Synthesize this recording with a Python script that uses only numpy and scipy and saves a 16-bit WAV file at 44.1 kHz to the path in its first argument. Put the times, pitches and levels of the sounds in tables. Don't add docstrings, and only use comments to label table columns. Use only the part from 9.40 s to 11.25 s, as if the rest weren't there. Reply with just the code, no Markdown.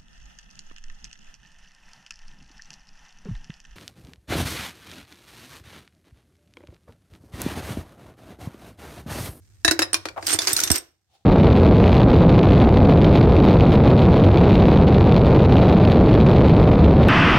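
import sys
import numpy as np
from scipy import signal
from scipy.fft import rfft, irfft
from scipy.io import wavfile

SR = 44100
rng = np.random.default_rng(int(sys.argv[2]) if len(sys.argv) > 2 else 0)


def output_pcm(signal):
    pcm = np.clip(np.atleast_2d(signal).T, -1, 1) * 32767
    wavfile.write(sys.argv[1], SR, np.round(pcm).astype(np.int16))


N = 81585
T = np.arange(N) / SR
RING_T = T[:N // 5]
CONTACT_S, BOARD_SCATTER_DB, HEAP_PAN_DB = 0.0005, 3.5, -1

# (time [s], level [dB])
SCRAPE_LEVEL = [(.76, -67.5), (.86, -42), (.875, -24.5), (.94, -23.5), (.958, -28), (.975, -52),
                (1.02, -30.5), (1.062, -33), (1.085, -22.5), (1.15, -36), (1.195, -28), (1.255, -32.5),
                (1.295, -40.5), (1.32, -36), (1.368, -26), (1.395, -52), (1.5, -82.5)]


def undb(db):
    return 10 ** (np.asarray(db) / 20)


def unit(x):
    return x / np.sqrt(np.mean(x ** 2))


def curve(points):
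    return undb(np.interp(T, *np.array(points).T))


def pan(db):
    return undb(np.array([[db], [-db]]) / 2)


def fade(t60, rise=CONTACT_S):
    return (1 - np.exp(-RING_T / rise)) * np.exp(-np.log(1000) * RING_T / t60)


def add(out, start, sound):
    i = int(start * SR)
    out[:, i:i + sound.shape[1]] += sound[:, :N - i]


def convolve(x, response):
    return signal.fftconvolve(x, response, axes=1)[:, :N]


def high_pass(x, hz):
    return signal.sosfilt(signal.butter(3, hz, "high", fs=SR, output="sos"), x)


def noise(colour, size, tilt_db=0, peaks_db=0):
    coherence_hz, peak_width_hz = 1250, 260
    hz, db = np.array(colour).T
    bins = np.fft.rfftfreq(size, 1 / SR)
    octaves = np.log2(np.maximum(bins, 1))
    grid = np.arange(0, SR / 2, peak_width_hz)
    peaks = peaks_db * np.interp(bins, grid, rng.standard_normal(len(grid))) * bins / (bins + coherence_hz)
    tilt = tilt_db * np.maximum(octaves - np.log2(1000), 0)
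    gain = undb(np.interp(octaves, np.log2(hz), db, left=-90) + tilt + peaks)
    white = rfft(rng.standard_normal((3, size)))
    shared = 0.78 / (1 + (bins / coherence_hz) ** 2)
    spectrum = np.sqrt(shared) * white[0] + np.sqrt(1 - shared) * white[1:]
    return unit(irfft(spectrum * gain, size))


def ring(modes, spread=0.94, scatter_db=4, rise=CONTACT_S):
    out = 0
    for hz, db, t60 in modes:
        size, turn = rng.standard_normal(2)
        phase = spread * turn * np.array([[1], [-1]])
        out = out + undb(db + scatter_db * size) * np.sin(2 * np.pi * hz * RING_T + phase) * fade(t60, rise)
    return out / np.sqrt(sum(undb(db) ** 2 for _, db, _ in modes) / 2)


def background(hum_hz=97.1):
    # (time [s], level [dB])
    hum_level = [(0, -54.5), (.65, -51.5), (1.35, -60), (1.5, -87.5)]
    air_level = [(0, -58), (.15, -60), (1.35, -50.5), (1.5, -74.5), (1.62, -77.5), (1.72, -72)]
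    rub_level = [(1.66, -89), (1.71, -70.5), (1.755, -60.5), (1.79, -69.5), (1.85, -77)]
    # (frequency [Hz], level [dB])
    air_colour = [(25, -8), (55, -0.5), (90, 3.5), (150, -8.5), (2500, -52), (7000, -33.5), (15000, -45.5)]
    rub_colour = [(300, -6), (620, 0), (790, 11.5), (950, -6), (2000, -9.5), (3600, -1.5), (14000, -21.5)]
    hum_colour = [(hum_hz * 0.62, -35), (hum_hz, 0), (hum_hz * 1.25, -35), (hum_hz * 4, -90)]
    hum = curve(hum_level) * noise(hum_colour, N)
    air = curve(air_level) * noise(air_colour, N)
    rub = curve(rub_level) * noise(rub_colour, N)
    return hum + air + rub


def echo(x, low_t60=0.31, high_t60=0.3, far_db=-16.5, near_db=-11):
    # (frequency [Hz], level [dB])
    tail_colour = [(120, -2.5), (320, 8), (700, 7), (1500, 3), (4500, -2.5), (9000, -9), (16000, -6)]
    tail = noise(tail_colour, N)
    low = signal.sosfiltfilt(signal.butter(2, 2200, fs=SR, output="sos"), tail)
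    decay = -np.log(1000) * T
    far = low * np.exp(decay / low_t60) + (tail - low) * np.exp(decay / high_t60)
    near = rng.standard_normal((2, len(RING_T))) * fade(t60=0.07, rise=0.02)
    return sum(undb(db) * convolve(x, unit(response) / np.sqrt(response.shape[1]))
               for db, response in [(far_db, far), (near_db, near)])


def ports(x):
    # (frequency [Hz], level difference [dB])
    port_balance = [(450, 4), (1300, 5), (2400, 7), (4200, -0.5), (8500, -8.5), (12500, 0)]
    hz, db = np.array(port_balance).T
    balance = np.interp(np.log(np.fft.rfftfreq(2 * N, 1 / SR) + 1), np.log(hz), db)
    gains = undb(np.array([balance, -balance]) / 2)
    return irfft(rfft(x, 2 * N) * gains, 2 * N)[:, :N]


def deck():
    # (time [s], level [dB], pitch [Hz], pan [dB])
    thuds = [(0.25, -22.5, 75.5, 4), (0.282, -28.5, 81, -11), (0.941, -28.5, 94.5, -17),
             (1.132, -26.5, 89.9, -19.5), (1.236, -39, 97.6, -24.5), (1.303, -16.5, 288, -8.5),
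             (1.306, -17.5, 147.4, -18.5), (1.314, -24.5, 78.8, -17.5)]
    out = np.zeros((2, N))
    for start, db, hz, pan_db in thuds:
        t60 = 0.062 * np.sqrt(75 / hz)
        modes = [(hz * 0.58, -4, t60), (hz, 0, t60), (hz * 1.5, -4, t60 / 2), (hz * 3.0, -7, t60 / 2)]
        thud = ring(modes, spread=0.9, scatter_db=BOARD_SCATTER_DB, rise=0.0017)
        add(out, start, undb(db) * pan(pan_db) * thud)
    return out


def knock():
    # (frequency [Hz], level [dB], t60 [s])
    board_modes = [(325.2, -1, 0.082), (355, -8, .05), (681, -7.5, .05)]
    return ring(board_modes, spread=0.23, scatter_db=BOARD_SCATTER_DB, rise=0.0024)


def crack(colour, tilt_db, t60):
    tick = undb(3.5) * fade(t60=0.003, rise=CONTACT_S / 2)
    return noise(colour, len(RING_T), tilt_db, peaks_db=4.5) * (fade(t60) + tick)


def touch(crack_db, tilt_db, ringing):
    # (frequency [Hz], level [dB])
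    clink_colour = [(400, 1), (900, -3.5), (1600, -0.5), (3200, -3.5), (5300, 3.5), (7400, -4.5),
                    (10000, -8), (16000, -18.5)]
    contact = undb(crack_db) * crack(clink_colour, tilt_db, t60=0.039)
    knock_db = crack_db - 17 - 1.7 * tilt_db
    return pan(HEAP_PAN_DB) * (contact + ringing) + undb(knock_db) * knock()


def chinks(per_s=110, low_hz=1935, high_hz=12800):
    out = np.zeros((2, N))
    for k, (delay, size, *notes) in enumerate(rng.random((150, 6))):
        start = SCRAPE_LEVEL[0][0] + (k + delay) / per_s
        if start < SCRAPE_LEVEL[-1][0]:
            modes = [(low_hz * (high_hz / low_hz) ** note, 0, 0.025) for note in notes]
            add(out, start, size / 2 * ring(modes))
    return undb(7) * pan(HEAP_PAN_DB) * curve(SCRAPE_LEVEL) * out


def scrape(catches_per_s=1800, sing_hz=8610, sing_t60=0.024):
    # (time [s], level [dB])
    sing_level = [(.87, -19), (.945, -3.5), (.99, -33), (1.33, -20)]
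    caught = rng.random((1, N)) < catches_per_s / SR
    catches = caught * undb(5.5 * np.clip(rng.standard_normal(N), -2, 2))
    grain_power = convolve(catches ** 2, fade(t60=0.0035, rise=0.0001)[None])
    # (frequency [Hz], level [dB])
    rasp_colour = [(250, -1.5), (330, 12.5), (480, -6), (1000, -2.5), (1500, 3.5), (3200, -1), (5500, 4),
                   (8500, -1), (10000, -18), (12000, -1), (15500, -20.5)]
    rasp = unit(np.sqrt(np.abs(grain_power)) * noise(rasp_colour, N))
    kicks = catches * rng.choice([-1, 1], N)
    sing = unit(convolve(kicks, ring([(sing_hz, 0, sing_t60)])))
    return curve(SCRAPE_LEVEL) * (pan(-1) * rasp + pan(-15.5) * curve(sing_level) * sing)


def heap():
    # (time [s], crack [dB], tilt [dB/octave], ring [dB], three notes [Hz])
    clinks = [(0.3191, -23, -1.5, -15, 5124, 3854, 9470), (.424, -17.5, -0.5, -15.5, 5135, 3843, 10290),
              (0.4296, -27, -4, -16, 5124, 1819, 10290), (.531, -20, -.5, -17.5, 8871, 4870, 9560),
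              (.5427, -11, 0.5, -14.5, 2422, 5781, 10314), (.6544, -20.5, -4.5, -30.5, 1905, 5297, 9390),
              (.686, -31, -2.5, -28.5, 2379, 4618, 9420), (.8263, -31, -6, -32.5, 4823, 8764, 11140),
              (0.8678, -16, 6, -19.5, 8268, 4974, 14394), (.886, -31, -1.5, -24, 4155, 1313, 9020),
              (0.9885, -15, 0.5, -17, 3563, 5953, 10680), (1.004, -30.5, -2, -30.5, 5006, 3391, 11490),
              (1.0185, -21, 1.5, -22, 6040, 5340, 9020), (1.072, -14, 0.5, -18, 4640, 5577, 10583),
              (1.08, -18, 2, -23, 4791, 2490, 12779), (1.165, -17.5, 3, -12.5, 4200, 6223, 9496),
              (1.1741, -19, 8, -18.5, 6223, 4898, 10045), (1.189, -23.5, 2.5, -22.5, 1450, 5932, 9905),
              (1.2021, -16.5, 5, -19.5, 5921, 6492, 9700), (1.275, -22.5, 1.5, -28.5, 6201, 2853, 10594),
              (1.345, -28.5, -0.5, -25, 4597, 2196, 11864)]
    note_levels = [2.5, -2, -11]
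    # (time [s], crack [dB], tilt [dB/octave], ring [dB])
    chimes = [(0.945, -26, -11.5, -22.5), (1.1307, -17, 11, -14), (1.236, -14, 5, -15),
              (1.3025, -15, -2.5, -15.5), (1.315, -17.5, 3.5, -9.5), (1.3572, -21.5, 9.5, -20.5),
              (1.38, -36.5, 0, -24)]
    # (frequency [Hz], level [dB], t60 [s])
    lifted_modes = [(1527, -17.5, .07), (3640, -15, 0.11), (4557, -18.5, 0.03), (5500, -4, .048),
                    (5610, -7.5, .035), (6100, -3.5, .018), (8060, -3.5, 0.036), (8584, 1, 0.032),
                    (11340, -12, .05), (11930, -3.5, .028), (14020, -12.5, .035), (14480, -11.5, 0.035)]
    # (time [s], level [dB])
    rocks = [(0.762, -34), (.769, -30), (.777, -23.5)]
    # (frequency [Hz], level [dB])
    rock_colour = [(400, -7.5), (700, 3), (1100, 0), (1500, -10.5), (8000, -41.5)]
    out = np.zeros((2, N))
    for start, crack_db, tilt_db, ring_db, *notes in clinks:
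        modes = [(hz, db, 0.033) for hz, db in zip(notes, note_levels)]
        add(out, start, touch(crack_db, tilt_db, undb(ring_db) * ring(modes, scatter_db=5)))
    for start, crack_db, tilt_db, ring_db in chimes:
        add(out, start, touch(crack_db, tilt_db, undb(ring_db) * ring(lifted_modes)))
    for start, db in rocks:
        add(out, start, undb(db) * noise(rock_colour, len(RING_T)) * fade(t60=0.057))
    return out


def dropped_shell():
    # (time [s], crack [dB], tilt [dB/octave], ring [dB], knock [dB], pan [dB])
    bounces = [(0.2477, -11, 0, -11, -17.5, -4.5), (.2790, -11, -3.5, -14, -23.5, 4.5),
               (0.3105, -11.5, 0, -21.5, -21.5, -6), (0.3914, -10.5, -0.5, -17.5, -16.5, -1.5),
               (0.4194, -16, -2, -19.5, -33.5, 2.5)]
    # (frequency [Hz], level [dB])
    bounce_colour = [(400, 0.5), (900, -8.5), (1700, 6.5), (3000, -6.5), (5500, 3.5), (9500, -14),
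                     (12000, -14.5), (16000, -18)]
    # (frequency [Hz], level [dB], t60 [s])
    shell_modes = [(1682, -4, .04), (1784, -10, 0.07), (2658, -2, .03), (3774, -2.5, .056),
                   (3970, 0, 0.076), (4600, -7, 0.023), (5500, -15.5, .035), (6800, -6.5, 0.059),
                   (8930, -1.5, 0.032), (9600, -5, 0.021)]
    out = np.zeros((2, N))
    for start, crack_db, tilt_db, ring_db, knock_db, pan_db in bounces:
        contact = undb(crack_db) * crack(bounce_colour, tilt_db, t60=0.038)
        ringing = undb(ring_db) * ring(shell_modes)
        add(out, start, pan(pan_db) * (contact + ringing) + undb(knock_db) * knock())
    return out


def scene():
    shells = high_pass(dropped_shell() + heap() + scrape() + chinks(), hz=243)
    return high_pass(ports(shells) + echo(shells) + deck() + background(), hz=48)


def record(dry, top_hz=16200):
    low_pass = signal.ellip(8, 0.2, 70, top_hz, fs=SR, output="sos")
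    return signal.sosfilt(low_pass, np.clip(dry, -0.8, 0.8))


dry = scene()
out = record(dry)
output_pcm(out)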